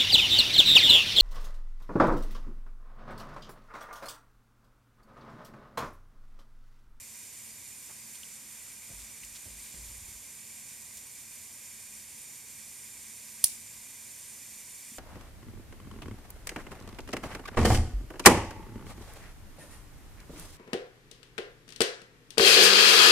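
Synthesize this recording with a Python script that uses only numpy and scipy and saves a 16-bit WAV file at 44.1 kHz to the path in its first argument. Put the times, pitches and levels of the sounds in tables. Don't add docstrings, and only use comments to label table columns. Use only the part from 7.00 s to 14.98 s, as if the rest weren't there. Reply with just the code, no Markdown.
import sys
import numpy as np
from scipy import signal
from scipy.fft import rfft, irfft
from scipy.io import wavfile
from scipy.ndimage import uniform_filter1d

SR = 44100
rng = np.random.default_rng(int(sys.argv[2]) if len(sys.argv) > 2 else 0)


def wrap_up_sound(samples):
    columns = np.atleast_2d(samples).T
    tamed = np.clip(columns, -1, 1)
    steps = np.round(tamed * 32767).astype(np.int16)
    wavfile.write(sys.argv[1], SR, steps)


N = 351918
TIME = np.arange(N) / SR
FREQ = np.fft.rfftfreq(N, 1 / SR) + 1e-3

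# start in seconds, spring relative level in dB, spring pitch in Hz,
# casing relative level in dB, casing tilt in dB per octave, crack relative level in dB.
CLICK_PARTS = [(6.440384, -9.7, 9545, 1.6, -4.5, -7.8), (6.441866, -.7, 10308, 2.1, 1.3, -2),
               (6.442376, -2.4, 10162, -3.2, 3.9, -6.9), (6.443444, -8.3, 9407, -2, .5, -1.2),
               (6.44379, -2.9, 9381, -14, 1.5, -5.5), (6.446542, -12.5, 9963, -19.7, 1.9, -12.7)]
PLUNGER_STOP_S = CLICK_PARTS[1][0]


def undb(db):
    return 10 ** (np.asarray(db) / 20)


def unit(x):
    return x / np.sqrt(np.mean(x ** 2))


def add(out, start_s, x):
    i = int(start_s * SR)
    out[..., i:i + x.shape[-1]] += x[..., :N - i]


def curve(points):
    hz, db = np.transpose(points)
    return undb(np.interp(np.log(FREQ), np.log(hz), db))


def resonances(modes):
    power = 0
    for hz, width_hz, db in modes:
        detune = (FREQ ** 2 - hz ** 2) / (FREQ * width_hz)
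        power = power + (undb(db) / (1 + detune ** 2)) ** 2
    return np.sqrt(power)


def noise(gain, side=0.):
    mid, apart = rfft(rng.standard_normal((2, N))) * unit(gain)
    return irfft(np.array([mid + side * apart, mid - side * apart]), N)


def bandpass(x, edges_hz):
    return signal.sosfilt(signal.butter(2, edges_hz, "bandpass", fs=SR, output="sos"), x)


def band(x, hz, octaves):
    half = 2 ** (octaves / 2)
    highest_hz = SR / 2 - np.array([2000, 1000])
    return bandpass(x, np.clip([hz / half, hz * half], 10, highest_hz))


def hiss(db=-47.5, flutter_db=0.58, flutter_rate_hz=20):
    # frequency in Hz, relative level in dB.
    floor_colour = [(1500, -42), (1900, -13), (2600, -15), (3100, -18), (4100, -21), (5400, -30),
                    (7000, -11), (9500, -16), (10400, -17), (14500, -19), (15000, -26), (15400, -60)]
    # frequency in Hz, width in Hz, relative level in dB.
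    peaks = [(1610, 290, -17.0), (2080, 100, -15.0), (2290, 140, -9.5), (2430, 80, -7.0),
             (3620, 600, -16.5), (4460, 600, -14.5), (4860, 80, -12.5), (5060, 600, -14.0),
             (5620, 250, -10.5), (5860, 140, -5.5), (6260, 320, -7.5), (6910, 130, -4.0), (7170, 230, -2.0),
             (7430, 180, -5.0), (7680, 50, -10.0), (7970, 110, -6.0), (8580, 360, -4.0), (8870, 510, -13.5),
             (9320, 210, 0.0), (9630, 130, -10.0), (9980, 270, -10.5), (10740, 110, -9.5),
             (11290, 290, -9.5), (11530, 170, -9.5), (11760, 200, -13.5), (12270, 220, -8.0),
             (12770, 150, -11.5), (13300, 140, -15.0), (13750, 310, -16.5), (14220, 80, -14.0)]
    # frequency in Hz, side minus mid in dB.
    side_colour = [(1500, -4.5), (1950, -4), (2400, -19.5), (3000, -37), (3500, -73), (4300, -50),
                   (4800, -9), (5500, -5), (7100, -8), (8000, -9), (9300, -5), (11000, -4.5), (14000, -3.5)]
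    # frequency in Hz, left minus right in dB.
    pan = [(2400, 0), (4500, -1), (6500, -2), (8000, -3), (9400, -4), (10600, -4.5), (12500, 1), (14000, 1)]
    sound = noise(np.hypot(curve(floor_colour), resonances(peaks)), curve(side_colour))
    lean = np.sqrt(curve(pan))
    panned = irfft(rfft(sound) * np.array([lean, 1 / lean]), N)
    knots_s = np.arange(0, N / SR, 1 / flutter_rate_hz)
    flutter = np.interp(TIME, knots_s, rng.standard_normal(len(knots_s)))
    return panned * undb(db + flutter_db * flutter)


def ventilation(rumble_db=-63, hum_hz=219, hum_db=-73.0, waver_db=-78, waver_width_hz=9):
    # frequency in Hz, relative level in dB.
    rumble_colour = [(20, -12), (45, -1.5), (85, 4), (135, 3), (175, -1.5), (260, 0), (310, -5),
                     (560, -6.5), (760, -8.5), (1020, -3.5), (1300, -11), (2500, -25)]
    side = curve([(40, -18.0), (300, -7.0), (1200, -8.5)])
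    rumble = undb(rumble_db) * noise(curve(rumble_colour), side)
    hum = undb(hum_db) * unit(np.sin(2 * np.pi * hum_hz * TIME))
    waver = undb(waver_db) * noise(resonances([(hum_hz, waver_width_hz, 0)]), side=.2)
    return rumble + hum + waver


def gloves(brush_s=0.028, grain_db=4.0, octaves=2.2, spread=0.25, tick_octaves=0.43, tick_cycles=9.7):
    # middle in seconds, half-length in seconds, level in dB, centre in Hz.
    rubs = [(1.702, 1.4, -65.5, 1940), (2.717, 0.53, -57, 4400)]
    # middle in seconds, level in dB, centre in Hz.
    brushes = [(0.905, -61, 480), (0.911, -56, 1110), (1.149, -55, 4000), (2.01, -51.5, 4500),
               (2.246, -53, 6500), (2.36, -47, 4340), (3.979, -52, 7040)]
    # start in seconds, level before decay in dB, centre in Hz.
    ticks = [(1.154, -46, 3750), (1.232, -39.5, 2950), (2.234, -40.5, 2460), (2.249, -38, 8050),
             (3.971, -33, 7200), (3.977, -37, 6900)]
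    out = np.zeros((2, N))
    strokes = [*rubs, *((middle_s, brush_s, db, hz) for middle_s, db, hz in brushes)]
    for middle_s, half_s, db, hz in strokes:
        n = int(2 * half_s * SR)
        slips = rng.standard_normal(N) + spread * rng.standard_normal((2, N))
        sizes = undb(grain_db * np.repeat(rng.standard_normal(N // 32 + 1), 32)[:n])
        rub = unit(band(slips[:, :n] * sizes, hz, octaves))
        add(out, middle_s - half_s, undb(db) * rub * np.hanning(n))
    t = TIME[:SR // 20]
    for start_s, db, hz in ticks:
        tick = unit(band(rng.standard_normal(len(t)), hz, tick_octaves))
        add(out, start_s, undb(db) * tick * np.exp(-t * hz / tick_cycles))
    return out


def whistles(hz=4867, width_hz=40):
    # middle in seconds, half-length in seconds, level before the swell in dB.
    swells = [(0.505, 0.062, -62), (1.026, 0.098, -60)]
    out, tone = np.zeros((2, N)), noise(resonances([(hz, width_hz, 0)]), side=0.4)
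    for middle_s, half_s, db in swells:
        start_s = middle_s - half_s
        i, n = int(start_s * SR), int(2 * half_s * SR)
        add(out, start_s, undb(db) * unit(tone[:, i:i + n]) * np.hanning(n))
    return out


def thuds(knock_s=0.031, onset_s=0.0073, knock_low_hz=40, knock_high_hz=1000,
          thump_db=0, thump_hz=90, thump_lag_s=0.0176,
          boom_lag_s=0.031, swell_s=0.0092, sag_db_per_s=24, release_s=0.047):
    # start in seconds, knock level in dB, boom level in dB, boom hold in seconds.
    events = [(1.892, -49, -52, 0.11), (2.18, -75, -59, 0.11), (2.452, -47.5, -54.5, 0.12),
              (2.734, -47, -49, 0.42)]
    # frequency in Hz, relative level in dB.
    knock_colour = [(30, -18), (70, 2), (130, 2), (220, 0), (320, -5), (500, -6), (750, -12), (1200, -14),
                    (2500, -28)]
    # frequency in Hz, relative level in dB.
    boom_colour = [(20, -17), (38, -15), (53, 10), (64, -8), (88, -7.5), (140, -22), (400, -32),
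                   (1200, -32), (6000, -88)]

    def steadied(x, window):
        return x / np.sqrt(uniform_filter1d(np.mean(x ** 2, axis=0), window))

    out = np.zeros((2, N))
    knock = steadied(noise(curve(knock_colour), side=0.16), SR // 50)
    boom = steadied(noise(curve(boom_colour), side=0.02), SR // 16)
    muffled = bandpass(knock, [knock_low_hz, knock_high_hz])
    for start_s, knock_db, boom_db, hold_s in events:
        t = np.maximum(TIME - start_s, 0)
        out += undb(knock_db) * muffled * (1 - np.exp(-t / onset_s)) * np.exp(-t / knock_s)
        turn = (np.pi * thump_hz * (TIME - start_s - thump_lag_s)) ** 2
        out += undb(knock_db + thump_db) * (2 * turn - 1) * np.exp(-turn)
        t = np.maximum(TIME - start_s - boom_lag_s, 0)
        swell = (1 - np.exp(-t / swell_s)) ** 2
        release = np.exp(-np.maximum(t - hold_s, 0) / release_s)
        out += boom * swell * undb(boom_db - sag_db_per_s * t) * release
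    return out


def lancet(spring_db=0.3, spring_width_hz=340, spring_rise_s=0.00017,
           casing_db=-6, tilt_pivot_hz=7000, crack_db=-15.5, crack_s=0.0012,
           right_db=5.8, right_lead_s=0.000012):
    # frequency in Hz, width in Hz, relative level in dB.
    casing_modes = [(1880, 450, -36), (2710, 600, -29), (3440, 630, -19), (4020, 490, -16),
                    (4500, 530, -12), (5690, 640, -13), (6305, 490, -14), (6730, 110, -12), (8220, 120, -6),
                    (10315, 470, -9), (11420, 430, -19), (13370, 740, -9), (13950, 380, -10),
                    (15350, 350, -20)]
    # frequency in Hz, relative level in dB.
    crack_colour = [(170, -6), (420, -21), (750, -17), (1300, -18), (2000, -24), (2600, 1), (3300, 1.5),
                    (6000, 16), (10000, 10), (14000, 3), (16000, -10)]
    out, t = np.zeros((2, N)), TIME[:SR // 20]
    grit = noise(curve(crack_colour), side=0.61)
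    crack_decay = np.exp(-t / crack_s)
    mean_width_hz = np.mean([width_hz for _, width_hz, _ in casing_modes])
    facing = undb(np.array([[-right_db], [right_db]]) / 2)

    def mode(age, hz, width_hz):
        return np.exp(-np.pi * width_hz * age) * np.sin(2 * np.pi * hz * age)

    for k, (start_s, twang_db, spring_hz, shell_db, tilt_db, contact_db) in enumerate(CLICK_PARTS):
        sample_offset_s = int(start_s * SR) / SR - start_s
        age = np.maximum(t + sample_offset_s - np.array([[right_lead_s], [0]]), 0)
        crack = grit[:, k * len(t):(k + 1) * len(t)] * crack_decay
        crack = unit(crack) * np.sqrt(np.mean(crack_decay ** 2))
        spring = facing * mode(age, spring_hz, spring_width_hz) * (1 - np.exp(-age / spring_rise_s))
        casing = 0
        for m, (hz, width_hz, db) in enumerate(casing_modes):
            gain = undb(db + tilt_db * np.log2(hz / tilt_pivot_hz)) * width_hz / mean_width_hz
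            casing = casing + (-1) ** m * gain * mode(age, hz, width_hz)
        add(out, start_s, undb(spring_db + twang_db) * spring
            + undb(casing_db + shell_db) * casing
            + undb(crack_db + contact_db) * crack)
    return out


def recoil(db=-36, hz=45, decay_s=0.0036, right_db=13, jolt_db=-27, jolt_s=0.00015, nudge_s=0.002):
    out, t = np.zeros((2, N)), TIME[:SR // 10]
    jolt = -undb(jolt_db) * (1 - t / jolt_s) * np.exp(-t / jolt_s)
    swing = -undb(db) * np.sin(2 * np.pi * hz * t) * np.exp(-t / decay_s)
    add(out, PLUNGER_STOP_S, jolt)
    add(out, PLUNGER_STOP_S + nudge_s, swing * undb(np.array([[-right_db], [right_db]]) / 2))
    return out


def room(click, tail_db=-30.0, t60_s=0.36, build_s=0.0015, grain_db=2.0, grain_s=0.0015):
    # delay in seconds, level in dB.
    echoes = [(.008, -17), (.013, -28), (.016, -20), (.0194, -22)]
    # frequency in Hz, relative level in dB.
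    tail_colour = [(500, -32), (1400, -34), (2000, -26), (3000, -15.5), (4000, -13), (5000, -10),
                   (5800, -7), (8000, -5.5), (9000, -4), (9900, -1), (10600, -4), (12200, -11),
                   (13500, -13), (15500, -22), (16000, -37)]
    out, t = np.zeros((2, N)), np.maximum(TIME - PLUNGER_STOP_S, 0)
    for delay_s, db in echoes:
        for ear, direct in zip(out, click):
            jitter_s = .0002 * rng.standard_normal()
            add(ear, delay_s + jitter_s, undb(db) * direct)
    grain = np.interp(t / grain_s, np.arange(N), rng.standard_normal(N))
    clumps = unit(undb(grain_db * grain))
    fade = (1 - np.exp(-t / build_s)) * np.exp(-np.log(1000) * t / t60_s)
    return out + undb(tail_db) * noise(curve(tail_colour), side=1) * clumps * fade


def bumps(hz=232, rise_s=0.0041, decay_s=0.0068):
    # start in seconds, peak level in dB.
    hits = [(7.917, -47), (7.944, -53)]
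    out, t = np.zeros((2, N)), TIME[:SR // 10]
    ring = np.sin(2 * np.pi * hz * t) * (1 - np.exp(-t / rise_s)) * np.exp(-t / decay_s)
    ring = ring / np.max(np.abs(ring))
    for start_s, db in hits:
        add(out, start_s, undb(db) * ring)
    return out


def scene():
    background = hiss() + ventilation() + gloves() + whistles() + thuds() + bumps()
    click = lancet()
    return background + click + recoil() + room(click)


def record(dry, top_hz=16200):
    return signal.sosfilt(signal.ellip(8, .2, 70, top_hz, fs=SR, output="sos"), dry)


dry = scene()
out = record(dry)
wrap_up_sound(out)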